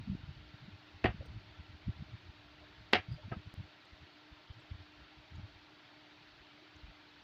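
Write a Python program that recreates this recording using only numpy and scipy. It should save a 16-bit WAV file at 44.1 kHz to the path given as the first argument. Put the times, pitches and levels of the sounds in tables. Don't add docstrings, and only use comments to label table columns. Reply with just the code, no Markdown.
import sys
import numpy as np
from scipy import signal
from scipy.fft import rfft, irfft, next_fast_len
from scipy.io import wavfile
from scipy.ndimage import uniform_filter1d, map_coordinates

SR = 44100
rng = np.random.default_rng(int(sys.argv[2]) if len(sys.argv) > 2 else 0)


def master_out(mix):
    frames = np.transpose(np.atleast_2d(mix))
    ceiling = np.clip(frames, -1, 1)
    pcm = np.round(ceiling * 32767).astype(np.int16)
    wavfile.write(sys.argv[1], SR, pcm)


N = 318931

# (frequency [Hz], relative level [dB])
HISS_SPECTRUM = [(25, -32), (60, -14.5), (110, -0.5), (230, -10), (350, -2), (500, -12.5), (650, -6),
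                 (1220, -8), (1400, -5.5), (3800, -8), (4600, -13), (5200, -18.5), (7000, -33), (8500, -46),
                 (13500, -47), (15000, -37)]
# (centre [Hz], width [Hz], level [dB])
HUM_BANDS = [(302.4, 27, -79.5), (617.7, 18, -79.5), (786, 15, -84), (907.5, 32, -80), (1357, 27, -78.5),
             (4460, 110, -79.5)]
# (time [s], level [dB])
TREMOR_LEVELS = [(0.0, -47.5), (0.16, -57), (0.34, -61.5), (1.0, -72), (1.2, -58), (1.8, -69.5),
                 (1.92, -61.5), (2.2, -63.5), (2.96, -70), (3.48, -63), (3.65, -86), (4.3, -86),
                 (4.51, -74), (5.28, -76), (5.55, -68), (6.02, -88), (6.36, -70), (6.6, -77), (7.23, -72)]
# (frequency [Hz], relative level [dB])
TREMOR_SPECTRUM = [(20, -26.5), (40, -8), (65, 0), (110, -3), (170, -9), (260, -20), (400, -33.5),
                   (800, -81), (3000, -140)]
# (time [s], pitch [Hz], level [dB], length [ms])
TABLE_THUDS = [(0.004, 120, -37, 24), (0.082, 218, -36.5, 11), (0.099, 144, -26, 5.9),
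               (0.125, 191, -35, 28), (0.152, 181, -35, 3.7), (0.239, 102, -39.5, 7.3),
               (0.298, 135, -40, 29), (0.375, 141, -49, 18), (0.405, 81, -53, 20), (0.546, 116, -46, 14),
               (0.634, 134, -46.5, 19), (0.686, 191, -44.5, 11), (0.745, 94.5, -50, 43),
               (0.955, 89, -49, 30), (1.05, 348, -23.5, 6.3), (1.085, 106.5, -35.5, 55),
               (1.148, 161, -41.5, 7.1), (1.208, 79.5, -42, 24), (1.303, 75.5, -44, 31),
               (1.364, 106.5, -41, 44), (1.468, 103.4, -56.5, 68), (1.601, 79, -45, 22),
               (1.702, 94.5, -50.5, 23), (1.747, 78.6, -46, 25), (1.885, 204, -34, 9.1),
               (1.89, 102, -29, 26), (1.985, 80.6, -49.5, 36), (2.008, 137, -47.5, 19),
               (2.025, 166, -36.5, 7), (2.102, 119, -53.5, 21), (2.144, 114, -42.5, 28),
               (2.271, 85, -53.5, 43), (2.3, 108, -47, 13), (2.401, 110, -55.5, 33), (2.626, 79.4, -60, 48),
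               (2.81, 111, -51, 41), (2.864, 87, -57, 13), (2.982, 93, -42.5, 40), (3.091, 150, -36.5, 7.9),
               (3.117, 117, -36.5, 25), (3.14, 136, -37.5, 16), (3.162, 130, -48, 18),
               (3.258, 94.5, -41.5, 23), (3.282, 183, -41, 7.6), (3.325, 119, -34, 18),
               (3.372, 187, -37.5, 10.5), (3.392, 105, -47, 31), (3.478, 100, -45, 25),
               (3.585, 96, -40.5, 14), (3.605, 122, -36.5, 17), (3.645, 81.6, -52, 37),
               (3.934, 67, -47.5, 12), (4.03, 81, -50.5, 31), (4.326, 61.6, -48, 15), (4.508, 77, -43, 11),
               (4.579, 113, -53.5, 37), (4.722, 94, -40, 15), (4.75, 92, -43.5, 15), (4.812, 87, -52.5, 39),
               (5.02, 59.6, -52.5, 57), (5.19, 65, -53, 24), (5.321, 87, -46, 11), (5.372, 85, -44, 57),
               (5.391, 126, -37.5, 15.3), (5.445, 103, -45, 30), (5.575, 93, -56, 34),
               (6.412, 60.3, -56, 13), (6.771, 85.4, -53.5, 24), (6.843, 62.7, -47, 21),
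               (6.893, 50, -50, 32)]
# (time [s], centre [Hz], width [Hz], level [dB], length [ms])
PEEL_TICKS = [(1.26, 9700, 150, -86, 9), (1.26, 15100, 500, -81, 9), (1.262, 8610, 110, -79, 18),
              (1.265, 6000, 700, -77, 12), (3.132, 4780, 250, -63.5, 47), (3.855, 7700, 1200, -79, 5.5),
              (4.603, 7860, 900, -82, 9), (5.259, 5400, 700, -76, 12), (5.358, 6650, 700, -74, 9),
              (6.763, 6150, 1000, -74.5, 12)]
# (time [s], pitch [Hz], level [dB], length [ms])
SQUASH_TAPS = [(1.212, 566, -45, 5), (1.226, 553, -49, 7.5), (1.262, 474, -59, 11), (2.08, 624, -62, 20),
               (2.635, 607, -58.5, 22), (3.193, 610, -56, 24), (3.24, 890, -59, 16),
               (3.325, 672, -38.5, 12), (3.331, 1288, -41.5, 12)]
# (pitch [Hz], relative level [dB], base time to fade by 60 dB [s])
BOARD_NOTES = [(191, 2, 0.066), (364, -5, 0.093), (408, -12, 0.037), (650, -19.5, 0.055), (733, 1, 0.063),
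               (830, -9.5, 0.061), (983, -10, 0.046), (1296, -7.5, 0.048), (1600, -10.5, 0.099),
               (1864, -5.5, .09), (2082, -2.5, 0.058), (2404, -9.5, 0.047), (2620, -7.5, 0.079),
               (2830, -5.5, 0.065), (3224, -13, 0.055), (4580, -10, 0.077)]
# (frequency [Hz], relative level [dB])
BURST_SPECTRUM = [(40, 2.5), (100, -11.5), (370, 5), (560, -27), (740, -3), (1100, -9.5), (1900, -4),
                  (3200, -5), (5000, -12.5), (6000, -28.5), (7000, -36), (8500, -49), (15000, -67)]
# (frequency [Hz], base time to fade by 60 dB [s])
BURST_FADES = [(150, 0.12), (700, 0.15), (2200, 0.19), (4500, 0.062), (6500, 0.16), (9000, 0.05),
               (15000, .04)]
# (frequency [Hz], relative level [dB])
SNAP_SPECTRUM = [(4500, -30), (6000, -2), (7300, -2), (8500, -6), (12000, -15), (14000, -17), (14900, 2),
                 (15400, -9)]
# (time [s], brightness [Hz], time for brightness to halve [s], bass cut [Hz], snap level [dB])
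BOARD_BLOWS = [(1.042, 2560, .3, 141, -52.5), (2.9328, 8500, 0.029, 370, -40.5), (3.314, 950, .5, 487, -90)]
# (time [s], level [dB], ring time [factor], bass boost [dB], treble boost [dB])
BLOW_CONTACTS = [(1.04, -27, 0.47, 1, 4), (1.0417, -15.5, 0.26, -3.5, 4.5), (1.0447, -22, 0.37, 6.5, -10),
                 (1.053, -14, 0.34, -0.5, -0.5), (1.0572, -15, 0.33, -3, 1), (1.064, -26.5, 1.6, -12, 0),
                 (1.086, -33.5, 0.72, -1, -6), (1.102, -38.5, 0.6, 0, 0), (2.928, -40, 0.84, 6, 3),
                 (2.9326, -10, 0.23, 0.5, 0.5), (2.936, -15, 0.21, 0, 1), (2.939, -23.5, 0.37, 3.5, -11),
                 (2.946, -20.5, 0.51, -2.5, 2), (2.953, -22, 1.05, -6, 4), (2.966, -31, 0.63, -2, -1),
                 (2.982, -32.5, 1, -4, 2), (3.314, -22.5, 0.63, -2, 2), (3.319, -16.5, 0.38, -4.5, -11),
                 (3.329, -28.5, 1.34, -10, 0)]


def amp(db):
    return 10 ** (np.asarray(db) / 20)


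def unit(x):
    return x / np.sqrt(np.mean(x ** 2) + 1e-20)


def along(points, hz):
    freqs, values = np.transpose(points)
    return np.interp(np.log(hz + 1), np.log(freqs + 1), values)


def wobble(rate):
    values = rng.standard_normal(int(N * rate / SR) + 4)
    return map_coordinates(values, [np.arange(N) * rate / SR])


def filtered(x, response):
    size = next_fast_len(len(x) + 8192)
    return irfft(rfft(x, size) * response(np.fft.rfftfreq(size, 1 / SR)), size)[:len(x)]


def noise(response, length=N):
    return unit(filtered(rng.standard_normal(length), response))


def colour(spectrum):
    return lambda f: amp(along(spectrum, f))


def band(f, centre, width):
    return 1 / (1 + (2 * (f - centre) / width) ** 2)


def shelf(f, hz, low_db=0, high_db=0):
    return (amp(low_db) * hz + amp(high_db) * 1j * f) / (hz + 1j * f)


def bumps(rows, skew, roughness, grit_spectrum):
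    tones, swells = np.zeros(N + SR), np.zeros(N + SR)
    t = np.arange(-SR // 8, SR // 8) / SR
    for time, hz, db, ms in rows:
        half_length = ms / 1000 / 2 * np.where(t < 0, 1 / skew, skew)
        swell = amp(db - 5.55 * (t / half_length) ** 2)
        tones[round(time * SR):][:len(t)] += swell * np.cos(2 * np.pi * (hz * t + rng.random()))
        swells[round(time * SR):][:len(t)] += swell
    grit = swells[SR // 8:][:N] * noise(colour(grit_spectrum))
    return tones[SR // 8:][:N] + roughness * grit


def hiss():
    grid = signal.stft(noise(colour(HISS_SPECTRUM)), nperseg=512)[2]
    flutter = uniform_filter1d(rng.standard_normal(grid.shape), 2, axis=0)
    flutter = uniform_filter1d(flutter, 3, axis=1)
    watery_hiss = signal.istft(grid * amp(2.0 * unit(flutter)), nperseg=512)[1][:N]
    return amp(-61.0) * unit(watery_hiss)


def appliance_hum(hz=301, db=-70):
    pitch = hz + 3.59 * wobble(12)
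    tone = np.sqrt(2) * np.sin(2 * np.pi * np.cumsum(pitch) / SR)
    fuzz = sum(amp(level) * noise(lambda f: band(f, centre, width)) for centre, width, level in HUM_BANDS)
    return amp(db + 1.4 * wobble(5.7)) * tone + fuzz


def table_tremor():
    level_db = np.interp(np.arange(N) / SR, *np.transpose(TREMOR_LEVELS))
    lumps_db = 3.0 * wobble(4.2) + 1.3 * wobble(33)
    return amp(level_db + lumps_db) * noise(colour(TREMOR_SPECTRUM))


def table_thuds(bass_cut_hz=23.7):
    thuds = bumps(TABLE_THUDS, skew=0.91, roughness=0.43, grit_spectrum=TREMOR_SPECTRUM)
    return filtered(thuds, lambda f: (1j * f / (bass_cut_hz + 1j * f)) ** 2)


def peel_ticks(crackle_db=-41):
    out = np.zeros(N + SR)
    t = np.arange(-SR // 8, SR // 8) / SR
    for time, hz, width, db, ms in PEEL_TICKS:
        puff = noise(lambda f: band(f, hz, width) + amp(crackle_db) * (f > hz / 2), len(t))
        swell = amp(db - 6.8 * (2 * t * 1000 / ms) ** 2)
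        out[round(time * SR):][:len(t)] += swell * puff
    return out[SR // 8:][:N]


def squash_taps():
    return bumps(SQUASH_TAPS, skew=0.99, roughness=0.24,
                 grit_spectrum=[(200, -45), (550, 4), (1200, -29.0), (3000, -100)])


def board_ring(t, ring_factor):
    ring = np.zeros(len(t))
    for hz, db, fade_s in BOARD_NOTES:
        sign = rng.choice([-1, 1])
        fade = amp(db + rng.normal(0, 3.2) - 60 * t / (fade_s * ring_factor))
        ring += sign * fade * np.sin(2 * np.pi * hz * t)
    return ring


def knock_burst(t, ring_factor):
    hz, times, grid = signal.stft(rng.standard_normal(len(t)), SR, nperseg=128)
    fade_s = ring_factor * along(BURST_FADES, hz)[:, None]
    level_db = along(BURST_SPECTRUM, hz)[:, None] - 60 * times / fade_s
    return signal.istft(grid * amp(level_db), SR, nperseg=128)[1][:len(t)]


def blade_snap(t, rise, fade_s=0.021):
    burst = rise * amp(-60 * t / fade_s) * rng.standard_normal(len(t))
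    return filtered(burst, colour(SNAP_SPECTRUM))


def board_knocks(tail_cut_s=0.082, snap_fade_db_per_s=2499):
    out = np.zeros(N + SR)
    t = np.arange(SR // 4) / SR
    tail_cut = amp(-10 * (t / tail_cut_s) ** 2)
    for time, db, ring_factor, bass_db, treble_db in BLOW_CONTACTS:
        nearest_blow = min(BOARD_BLOWS, key=lambda blow: abs(blow[0] - time))
        start, bright_hz, halving_s, bass_cut_hz, snap_db = nearest_blow
        late_s = max(time - start, 0)
        bright_hz /= 1 + late_s / halving_s
        snap_db -= snap_fade_db_per_s * late_s + 8 * (time < start - .002)
        rise = np.sin(np.pi / 2 * np.clip(t * bright_hz / 4.9, 0, 1)) ** 2
        ring = amp(-7.0) * board_ring(t, ring_factor)
        burst = amp(4.5) * (bright_hz / 4000) ** 0.29 * knock_burst(t, ring_factor)
        knock = filtered(rise * tail_cut * (ring + burst), lambda f: (
            1j * f / (bass_cut_hz + 1j * f)
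            / (1 + 1j * f / bright_hz) ** 2
            * shelf(f, hz=1080, low_db=bass_db)
            * shelf(f, hz=4000, high_db=treble_db)))
        out[round(time * SR):][:len(t)] += amp(db) * knock + amp(snap_db) * blade_snap(t, rise)
    return out[:N]


def scene():
    background = hiss() + appliance_hum() + table_tremor()
    return (background + table_thuds() + peel_ticks() + squash_taps() + board_knocks())[None]


def record(dry):
    dropout_s, gap_s, return_s = 3.538, .0021, .0063
    top_hz = 15500
    elapsed = np.arange(N) / SR - dropout_s
    blip = (elapsed >= gap_s) & (elapsed < 2 * gap_s)
    fade_in = np.clip((elapsed - 2 * gap_s) / return_s, 0, 1) ** 2
    gain = np.select([elapsed < 0, blip], [1, .6], default=np.maximum(.03, fade_in))
    click = -.0068 * blip
    return filtered(dry[0] * gain + click, lambda f: f < top_hz)[None]


dry = scene()
out = record(dry)
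master_out(out)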